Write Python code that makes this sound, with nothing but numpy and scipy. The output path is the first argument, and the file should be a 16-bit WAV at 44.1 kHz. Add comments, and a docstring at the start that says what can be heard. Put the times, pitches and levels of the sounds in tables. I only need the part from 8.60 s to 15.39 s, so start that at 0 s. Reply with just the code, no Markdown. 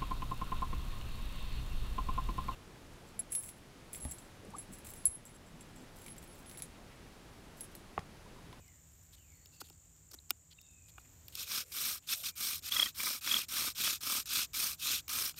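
"""Bow drill outdoors

Close to a small microphone, after some fumbling, a bow saws to and fro and spins a wooden spindle in
a fireboard: torn noise through resonances grinds and throbs once a turn, decaying modes knock and bump,
short swelling tones squeak or pip. Behind it narrow noise buzzes as insects high up, gliding breathy
tones whistle as far birds, and a low drone of slow noise hangs in the air."""
import sys
import numpy as np
from scipy import signal
from scipy.fft import rfft, irfft
from scipy.io import wavfile
from scipy.ndimage import uniform_filter1d

SR = 44100
rng = np.random.default_rng(int(sys.argv[2]) if len(sys.argv) > 2 else 0)


def to_wav(sig):
    """Store sig (one row per channel, or 1-D mono) as 16-bit WAV at the path in sys.argv[1].

    Samples outside -1..1 are clipped; the rate is SR.
    """
    pcm = np.clip(np.atleast_2d(sig), -1, 1) * 32767
    pcm = np.round(pcm).astype(np.int16)
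    wavfile.write(sys.argv[1], SR, pcm.T)  # frames by channels


N = 299439
TIME = np.arange(N) / SR  # [s]


def amp(db):
    """Turns decibels into an amplitude factor."""
    return 10 ** (np.asarray(db) / 20)


def evened(x):
    """Scales x to an rms of one."""
    return x / np.sqrt(np.mean(x ** 2) + 1e-20)


def add(mix, start, sound):
    """Lays a sound into the mix from its start [s], cut at the end of the mix."""
    part = mix[max(round(start * SR), 0):][:len(sound)]
    part += sound[:len(part)]


def coloured(x, points, peaks=(), bed_db=0):
    """Gives x a smooth spectrum, with resonances standing on it."""
    hz = np.fft.rfftfreq(len(x), 1 / SR)
    point_hz, point_db = np.transpose(points)
    bed = np.interp(np.log(hz + 1), np.log(point_hz + 1), point_db) + bed_db
    power = amp(bed) ** 2
    for centre, width, top_db in peaks:
        power = power + amp(top_db) ** 2 / (1 + (2 * (hz - centre) / width) ** 2) ** 2
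    return irfft(rfft(x) * np.sqrt(power), len(x))


def resonate(x, hz, width):
    """Resonates at the curve hz: shifts it down to zero, smooths twice and shifts back."""
    turn = np.exp(2j * np.pi * np.cumsum(hz * np.ones(len(x))) / SR)
    r = np.exp(-np.pi * width / SR)
    smooth = signal.lfilter([(1 - r) ** 2], [1, -2 * r, r * r], x / turn + 1e-18)
    return 2 * (turn * smooth).real


def wander(seconds):
    """Random drift of unit size that changes over the given time."""
    size = max(int(seconds * SR), 2)
    return evened(uniform_filter1d(uniform_filter1d(rng.standard_normal(N), size), size))


def patchy(x, depth_db, bins, frames):
    """Random patches in time and pitch make the sound swell and sink."""
    spectrum = signal.stft(x, nperseg=256, noverlap=192)[2]
    field = rng.standard_normal(spectrum.shape)
    for _ in range(2):
        field = uniform_filter1d(field, max(int(bins), 1), axis=0)
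        field = uniform_filter1d(field, max(int(frames), 1), axis=1)
    patches = spectrum * amp(depth_db * evened(field))
    return signal.istft(patches, nperseg=256, noverlap=192)[1][:len(x)]


def air():
    """Distant rumble and hiss of coloured noise, with the drone's narrow noise lines wavering in it."""
    # spectrum of the open air, relative: (frequency [Hz], level [dB])
    air_spectrum = [(15, -54), (25, -11), (84, -3), (130, -13.5), (166, -9.5), (190, -27.5), (249, -20),
                    (405, -27.5), (1160, -33), (2050, -34), (5000, -37.5), (7110, -27.5), (10400, -49.5),
                    (14400, -28), (16000, -55)]
    # lines of a far engine: (frequency [Hz], width [Hz], level [dB])
    engine_lines = [(80.5, 5.8, -76.5), (161.5, 11.4, -79.5)]
    drone = np.zeros(N)
    for hz, width, db in engine_lines:
        drone += amp(db) * evened(resonate(rng.standard_normal(N), hz, width))
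    level_db = -63.5 + 1.9 * wander(0.37)
    return amp(level_db) * evened(coloured(rng.standard_normal(N), air_spectrum)) + drone


def insects():
    """A smooth chorus of band noise, and one nearer singer whose buzz comes in short regular bursts."""
    # how the buzz moves: (time [s], level [dB], share of the nearest singer [0-1])
    buzz_course = [(0.0, -66.5, 0.3), (0.57, -67, 0.46), (0.83, -65.5, 0.56), (1.56, -66, 0.34),
                   (1.74, -67.5, 0.34), (1.94, -66.5, 0.5), (2.12, -63, 0.62), (2.28, -64.5, 0.43),
                   (2.46, -66, 0.45), (2.7, -68.5, 0.44)]
    time, db, near = np.transpose(buzz_course)
    beats = np.cumsum(52 * (1 + .012 * wander(0.28))) / SR  # about 52 bursts a second
    bursts = rng.standard_normal(N) * np.exp(-(beats % 1) / 0.37)
    chorus = evened(resonate(rng.standard_normal(N), hz=7470, width=1400))
    singer = evened(resonate(bursts, hz=7050, width=460))
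    near = np.clip(np.interp(TIME, time, near), 0, 1)
    both = np.sqrt(1 - near) * chorus + np.sqrt(near) * singer
    return amp(np.interp(TIME, time, db)) * both


def birds():
    """Far whistles of gliding tone and breathy noise; the trees send a smear of echoes after them."""
    # one row a whistle: (start [s], length [s], first pitch [Hz], last pitch [Hz], top level before
    # tone and breath are blended [dB], how much the glide slows at its end, place of the top [0-1])
    whistles = [(0, 0.23, 2590, 1710, -75.5, 1.8, 0.3), (0, .12, 2900, 2950, -80, 1.1, .1),
                (0.178, .1, 3630, 3230, -88, 1.1, .4), (.43, .09, 2210, 2160, -85, 1.1, .2),
                (0.565, .28, 3105, 1866, -76, 1.6, 0.56), (.56, .07, 4500, 4500, -82, 1.1, .2),
                (0.733, 0.15, 4370, 4450, -80, 1.1, .85), (0.918, 0.18, 2700, 2690, -75, 1.1, 0.1),
                (0.936, 0.2, 4500, 4420, -76, 1.1, 0.3), (1.958, 0.2, 3690, 3630, -75, 1.1, 0.1),
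                (2.024, 0.51, 2770, 2460, -76, 4.5, .3), (3.692, .1, 2390, 2360, -73, 1.1, 0.4),
                (0.303, 0.19, 10950, 14400, -81, 1.05, .5), (.3, .1, 12500, 14100, -85, 1.1, .4),
                (.42, .05, 12300, 12600, -83, 1.1, .4), (.44, .1, 11200, 11550, -87, 2.5, .4),
                (0.562, .27, 14000, 11300, -81, 1.2, 0.2), (0.632, 0.16, 14700, 12200, -88, 1.1, .3)]
    out = np.zeros(N)
    for start, length, first_hz, last_hz, top_db, bend, top in whistles:
        t = np.arange(0, length, 1 / SR)
        hz = last_hz + (first_hz - last_hz) * np.clip(1 - t / length, 0, 1) ** bend
        # swells to its top and fades
        db = top_db + np.interp(t / length, [0, np.clip(top, .01, .99), 1], [-2.5, 0, -13])
        pure = np.sqrt(2) * np.sin(2 * np.pi * np.cumsum(hz) / SR)
        breath = evened(resonate(rng.standard_normal(SR)[:len(t)], hz, width=130))
        whistle = 0.36 * pure + 1.15 * breath
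        add(out, start, amp(db) * whistle * signal.windows.tukey(len(t), .06))
    echoes = rng.standard_normal(SR // 2) * amp(-60 * TIME[:SR // 2] / .55)  # 60 dB down in 0.55 s
    echoes /= np.linalg.norm(echoes)
    return out + amp(-1.5) * signal.oaconvolve(out, echoes)[:N]


def rustles():
    """Crackly noises that swell and stop, over sparse faint crackle of the litter."""
    # spectrum of dry leaves, relative: (frequency [Hz], level [dB])
    leaf_spectrum = [(290, -41.5), (500, -6.5), (3540, -9.5), (5630, -5), (6510, -4.5), (9220, -1),
                     (10800, -12.5), (12900, 1.5), (16000, -17)]
    # short noises, and quiet low rubbing between strokes:
    # (start [s], length [s], level before the swell [dB], centre [Hz], level of the centre band [dB])
    short_noises = [(0.523, 0.032, -55, 3700, -4), (0.568, 0.018, -66, 3300, -1),
                    (0.92, 0.048, -62, 4180, -3), (1.002, 0.017, -42, 4500, -6),
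                    (1.034, 0.041, -58.5, 3680, -3), (1.085, 0.0073, -55, 2960, -10),
                    (1.126, 0.0068, -66, 4270, 2), (1.511, 0.01, -49.5, 4800, -3),
                    (1.532, 0.018, -44, 5460, -7.5), (1.694, 0.0091, -49, 5000, -4),
                    (1.905, 0.029, -64.5, 3630, 9.5), (2.28, 0.026, -58, 3850, -5),
                    (2.385, 0.033, -62.5, 4000, -9), (2.442, 0.019, -67, 2300, 1),
                    (2.66, 0.071, -61, 4000, -15), (3.045, 0.15, -53, 2270, -18),
                    (3.42, 0.043, -60, 3000, -4.5), (3.553, 0.086, -64.5, 596, 2.5),
                    (2.68, 0.56, -84, 344, 18.5), (2.723, 0.055, -51.5, 3500, -4)]
    crackly = rng.standard_normal(N) * amp(2.2 * wander(0.0011))
    hiss = evened(coloured(crackly, leaf_spectrum))
    out = np.zeros(N)
    for start, length, db, hz, centre_db in short_noises:
        part = hiss[int(start * SR):int((start + length) * SR)]
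        part = part + amp(centre_db) * evened(resonate(part, hz, 0.57 * hz))
        place = np.linspace(0, 1, len(part))
        swell = np.interp(place, [0, .45, .85, 1], [0.18, 0.55, 0.43, 0.43])
        add(out, start, amp(db) * part * swell)
    clicks = (rng.random(N) < 14 / SR) * amp(-69 + 4.0 * rng.random(N))  # about 14 a second
    crackle = hiss * signal.oaconvolve(clicks, np.hanning(200))[:N]
    return out + patchy(crackle, depth_db=3.6, bins=14, frames=4.3)


def ticks():
    """A blow rings the modes near its centre, snaps, thuds, and comes back weaker off the ground."""
    # what the sticks ring with: (frequency [Hz], level [dB], fall by 60 dB [s])
    wood_modes = [(333, -27, 0.03), (820, -3.5, 0.022), (1235, 2, 0.011), (1427, -2, 0.014),
                  (2474, -1, 0.013), (2845, -1, 0.016), (3340, 4, 0.0084), (3664, -3.5, 0.016),
                  (4510, 8, 0.0061), (5360, -0.5, 0.014), (5195, 7.5, 0.0065), (6120, -4, 0.011),
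                  (8460, 3, 0.0064), (563, -19, 0.0083)]
    # wood knocks: (time [s], peak of the ring [dB], centre of the modes struck [Hz], spread [octaves],
    # crisp snap against the ring [dB], low thud against the ring [dB])
    knocks = [(.858, -48.5, 4500, 0.62, 3, -17), (1.015, -37.5, 1250, 0.69, -12, -10),
              (1.099, -47.5, 4420, 0.93, 4, -16), (1.102, -55, 786, 0.49, -30, -2),
              (1.522, -52, 5000, 0.54, -2, -6), (1.54, -50.5, 1320, 0.48, -6, -1.5),
              (1.7058, -20.5, 3600, 1.7, 4.5, -26.5), (2.014, -51, 5200, 0.49, 9, -35),
              (2.064, -60, 4170, 0.37, -12, -30), (2.381, -41, 1460, 0.6, -11, -19),
              (2.682, -42.5, 4500, 0.81, 7, -36), (2.725, -49, 4000, .6, 2, -19),
              (2.753, -31.5, 5130, 0.65, 4.5, -32), (4.016, -58, 3000, 1.0, -8, -2),
              (6.742, -48.5, 2500, 1.2, -8, -22)]
    out, t = np.zeros(N), np.arange(2500) / SR
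    hz, mode_db, t60 = np.transpose(wood_modes)[:, :, None]
    noises = rng.standard_normal((len(knocks), len(t)))
    for (start, db, centre_hz, spread, snap_db, thud_db), noise in zip(knocks, noises):
        weight_db = mode_db - 4.4 * (np.log2(hz / centre_hz) / spread) ** 2
        phase = noise[:len(hz), None]
        modes = amp(weight_db - 60 * t / t60) * np.sin(2 * np.pi * hz * t + phase)
        ring = modes.sum(0) * np.minimum(t / 0.0021, 1)
        burst = noise * amp(-60 * t / 0.0061) * np.minimum(t / 0.00074, 1)
        snap = resonate(burst, hz=14500, width=6400)
        glide_hz = 210 + 600 * np.exp(-t / 0.0046)  # the thud sinks as the stick settles
        thud = np.sin(2 * np.pi * np.cumsum(glide_hz) / SR)
        thud *= amp(-60 * t / 0.064) * np.minimum(t / 0.0041, 1)
        knock = ring / abs(ring).max() + amp(snap_db) * snap / abs(snap).max() + amp(thud_db) * thud
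        knock *= amp(db)
        add(out, start, knock)
        add(out, start + 0.0029, 0.23 * knock)  # off the ground
    return out


def squeaks():
    """Each tone swells at one pitch and is cut short, while other modes of the wood rattle along."""
    # short tones: squeaks of the turning spindle, and small pips of wood ringing at one pitch:
    # (peak time [s], peak of the tone [dB], length [s], pitch [Hz], rattle of other modes [dB])
    short_tones = [(1.59, -44.5, 0.0025, 3970, -24), (1.99, -49.5, 0.0046, 2690, -24),
                   (3.492, -34.5, 0.0056, 3540, -16.5), (3.531, -37, 0.0091, 2610, -11),
                   (3.538, -36, .008, 3460, -13), (4.124, -23, 0.0046, 3320, -15),
                   (4.139, -34, 0.011, 3550, -25), (4.17, -25, 0.0098, 3310, -9),
                   (4.201, -19, 0.0075, 3300, -12.5), (4.221, -28, 0.0036, 3250, -6),
                   (4.231, -19, 0.0088, 3290, -15), (4.245, -43, 0.0028, 3300, -18),
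                   (4.263, -32, 0.0076, 3190, -10), (4.27, -37, .004, 3200, -12),
                   (4.271, -39.5, 0.013, 1910, -25), (4.405, -35, 0.01, 2320, -9),
                   (4.473, -36, 0.0061, 2350, -1), (4.677, -31, 0.0045, 3380, -3.5),
                   (4.718, -22, 0.0083, 3310, -22), (4.744, -19.5, 0.0044, 3300, -21),
                   (4.77, -23, .007, 3300, -19), (4.782, -40, .005, 3250, -23),
                   (5.257, -31.5, 0.0061, 3320, -10), (5.279, -29, 0.0029, 3240, -7),
                   (6.002, -36, 0.0048, 2490, -10)]
    # modes shaken along: (frequency [Hz], width [Hz], level [dB])
    shaken_modes = [(1190, 400, -6), (2030, 310, -4), (5330, 460, -3)]
    out, rattle = np.zeros(N), np.zeros(N)
    for hz, width, db in shaken_modes:
        rattle += amp(db) * evened(resonate(rng.standard_normal(N), hz, width))
    for (middle, db, length, hz, others_db), phase in zip(short_tones, rng.random(len(short_tones))):
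        t = np.arange(-1.5 * length, length, 1 / SR)
        swell = np.exp(-(t / np.where(t < 0, 0.71 * length, 0.18 * length)) ** 2)
        tone = np.sin(2 * np.pi * (hz * t + phase))
        tone += amp(others_db) * rattle[int(middle * SR):][:len(t)]
        add(out, middle + t[0], amp(db) * swell * tone)
    return out


def strokes():
    """The bow swings like a pendulum; level and colour follow its speed."""
    # bow strokes: (start [s], length [s], level at top speed [dB], share of the swing lost before the
    # spindle breaks loose [0-1], lateness of top speed, share of pull colour [0-1],
    # board tone at top speed [dB], treble at top speed [dB])
    bow_strokes = [(2.751, 0.11, -39, 0.14, 1.5, 0.82, -3, -3),
                   (2.856, 0.19, -34.5, 0.074, 1.26, 0.36, -1, -2.5),
                   (3.118, 0.28, -35.5, 0.076, 1.02, 0.17, -1.5, 1.5),
                   (3.463, .1, -31.5, 0.025, 1.53, 0.52, -4, -2.5),
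                   (3.557, 0.11, -46, .35, 1.1, 0.85, -8, 3.5),
                   (3.633, 0.085, -35.5, 0.11, 0.91, .6, -4, -3.5),
                   (3.755, 0.25, -35, 0.041, 1, .07, -2.5, 1),
                   (4.023, 0.3, -34, 0.05, 1.11, 0.68, -0.5, -2),
                   (4.344, 0.26, -35, 0.019, 1.045, 0.01, -.5, 1.5),
                   (4.61, .25, -33, 0.064, 1.13, 0.66, 1, -2.5),
                   (4.884, 0.25, -34.5, 0.15, 1.31, 0.22, 1, 0.5),
                   (5.148, 0.24, -30.5, 0.037, 1.05, 0.73, -1.5, -3.5),
                   (5.407, 0.23, -34, 0.24, 1.73, .12, -1, 0),
                   (5.657, 0.21, -29.5, 0.17, 1.59, 0.75, -3, -5),
                   (5.933, 0.23, -35, 0.17, 1.03, 0.08, -.5, 2),
                   (6.176, 0.24, -30, 0.0085, 1.25, .79, -4, -4.5),
                   (6.48, 0.25, -35.5, 0.21, 1.18, 0.02, .5, 2.5),
                   (6.756, 0.3, -33, .01, 1.16, 0.66, -1, .1)]
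    # the spindle jams for a moment: (middle [s], length [s], dip [dB])
    jams = [(3.624, 0.014, -2), (4.103, 0.016, -13), (5.684, 0.012, -7), (5.938, 0.0028, -20),
            (6.4867, 0.0039, -24)]
    db_per_speed = 21.5  # level gained for ten times the speed
    board_slow_db, treble_slow_db = (1, -6.0), (1.5, -2.5)  # change towards standstill: (push, pull)
    gain, pull, board_db, treble_db = np.zeros((4, N))
    for start, length, top_db, lost, late, pull_share, tone_db, tilt_db in bow_strokes:
        on = (TIME >= start) & (TIME < start + length)
        lost = np.clip(lost, 0, 1)
        swing = lost + (1 - lost) * (TIME[on] - start) / length
        speed = np.clip(np.sin(np.pi * swing ** late), 1e-4, 1)
        gain[on] += amp(top_db + db_per_speed * np.log10(speed))
        pull[TIME >= start] = pull_share
        board_db[on] = tone_db + np.interp(pull_share, [0, 1], board_slow_db) * (1 - speed)
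        treble_db[on] = tilt_db + np.interp(pull_share, [0, 1], treble_slow_db) * (1 - speed)
    jam_db = np.zeros(N)
    for middle, length, dip_db in jams:
        jam_db += dip_db * np.exp(-(2 * (TIME - middle) / length) ** 2)
    gain = uniform_filter1d(gain, size=40) * amp(jam_db)
    return gain, pull, uniform_filter1d(board_db, size=200), uniform_filter1d(treble_db, size=200)


def drill():
    """Fibres tear in dense clumps; the uneven tip presses harder once a turn."""
    # resonances of spindle, socket and board, either way: (frequency [Hz], width [Hz], level [dB])
    push_modes = [(1232, 276, -5.5), (1580, 240, -8.5), (2319, 260, -0.5), (4090, 540, -2), (5436, 1260, 1),
                  (8450, 350, 0.5), (9720, 400, -3), (12900, 330, -37.5)]
    pull_modes = [(1506, 140, -4.5), (2563, 260, 2.5), (3660, 490, -3), (5380, 200, -16.5), (6800, 880, -5),
                  (8860, 450, 0.5), (11300, 320, -4.5), (12800, 430, 1), (13400, 64, 6), (14100, 59, -11)]
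    # grinding noise between the resonances, relative: (frequency [Hz], level [dB])
    grit_spectrum = [(410, -79), (700, -36), (1210, -4), (1800, -10), (3370, -1), (7690, -5.5),
                     (8760, -4.5), (10700, -9), (13100, 0), (16000, -9)]
    # shudder of the board on the ground, relative: (frequency [Hz], level [dB])
    shudder_spectrum = [(65, -60), (110, -2), (151, -1.5), (236, 3.5), (461, -5), (611, -7.5), (900, -8.5),
                        (1170, -32), (1980, -120)]
    gain, pull, board_db, treble_db = strokes()
    turns = np.cumsum(34.2 * (1 + 0.1387 * wander(0.0575))) / SR  # about 34 turns a second
    throb_db = 1.0 * np.cos(2 * np.pi * turns) + 1.33 * wander(0.006) + 1.3 * wander(0.0016)
    fibres = rng.standard_normal(N) * amp(throb_db)
    fibres = patchy(fibres, depth_db=1.93, bins=3, frames=6)
    pull = np.clip(pull, 0, 1)
    grind = np.sqrt(1 - pull) * evened(coloured(fibres, grit_spectrum, push_modes, bed_db=-1.0))
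    # reversed in time, the same noise serves as a second one
    grind += np.sqrt(pull) * evened(coloured(fibres[::-1], grit_spectrum, pull_modes, bed_db=-0.5))
    board = signal.sosfiltfilt(signal.butter(3, 2900, fs=SR, output="sos"), grind)
    treble = signal.sosfiltfilt(signal.butter(3, 7600, "high", fs=SR, output="sos"), grind)
    middle = grind - board - treble
    shudder = amp(-25.5) * evened(coloured(fibres * amp(0.59 * throb_db), shudder_spectrum))
    # patches come and go as the contact shifts from mode to mode
    sound = amp(board_db) * patchy(board, depth_db=1.0, bins=1.4, frames=6.4)
    sound += amp(1.2 * board_db) * shudder + middle + amp(treble_db) * treble
    return gain * sound


def bumps():
    """Each bump is a soft push that sets the board ringing briefly; five make a run."""
    # fireboard modes: (frequency [Hz], level [dB], fall by 60 dB [s])
    board_modes = [(260, -6, 0.024), (594, -6.5, 0.019), (1057, -3.5, 0.023), (1275, 3.5, 0.018)]
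    # the crooked tip bumps the wall of its socket once a turn, in runs: (middle bump [s],
    # turns a second before the gaps are stretched [Hz], peak [dB], loss at the next bumps [dB])
    bump_runs = [(3.263, 25, -43, 2.5), (4.19, 30, -34, 3), (4.471, 29.3, -37.5, 1.5),
                 (4.739, 43, -33.5, 3.5), (5.018, 39, -38.5, 0.5), (5.274, 42, -40, 2.2),
                 (5.524, 40, -33.5, 1.2), (5.788, 33, -37.5, 7.5), (6.026, 34, -41.5, 1.5),
                 (6.279, 47, -41, 4), (6.578, 31, -42, 3)]
    out, t = np.zeros(N), np.arange(2000) / SR
    hz, mode_db, t60 = np.transpose(board_modes)[:, :, None]
    run_lucks = rng.standard_normal((len(bump_runs), 5, 3, len(board_modes), 1))
    for (middle, turns_hz, db, fall_db), lucks in zip(bump_runs, run_lucks):
        for k, (level_luck, pitch_luck, phase) in zip(np.arange(-2, 3), lucks):
            mode_hz = hz * (1 + 0.021 * pitch_luck)
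            decay = amp(mode_db + 2 * level_luck - 60 * t / t60)
            modes = decay * np.sin(2 * np.pi * (mode_hz * t + phase))
            ring = modes.sum(0) * np.minimum(t / 0.0029, 1) ** 2
            # turns take longer away from the middle of a run
            start = middle + k / turns_hz * (1 + .03 * k * k)
            add(out, start, amp(db - fall_db * k * k) * ring / abs(ring).max())
    return out


def scene():
    """Sums the place and the work in it on one channel."""
    place = air() + insects() + birds()
    work = rustles() + ticks() + squeaks() + drill() + bumps()
    return (place + work)[None]


def record(dry):
    """The small microphone loses the lowest bass; then the band is limited at 15.8 kHz."""
    thin = signal.sosfilt(signal.butter(3, 42, "high", fs=SR, output="sos"), dry)
    band = signal.firwin(511, 15800, window=("kaiser", 9), fs=SR)
    return signal.oaconvolve(thin, band[None], "same")


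dry = scene()
out = record(dry)
to_wav(out)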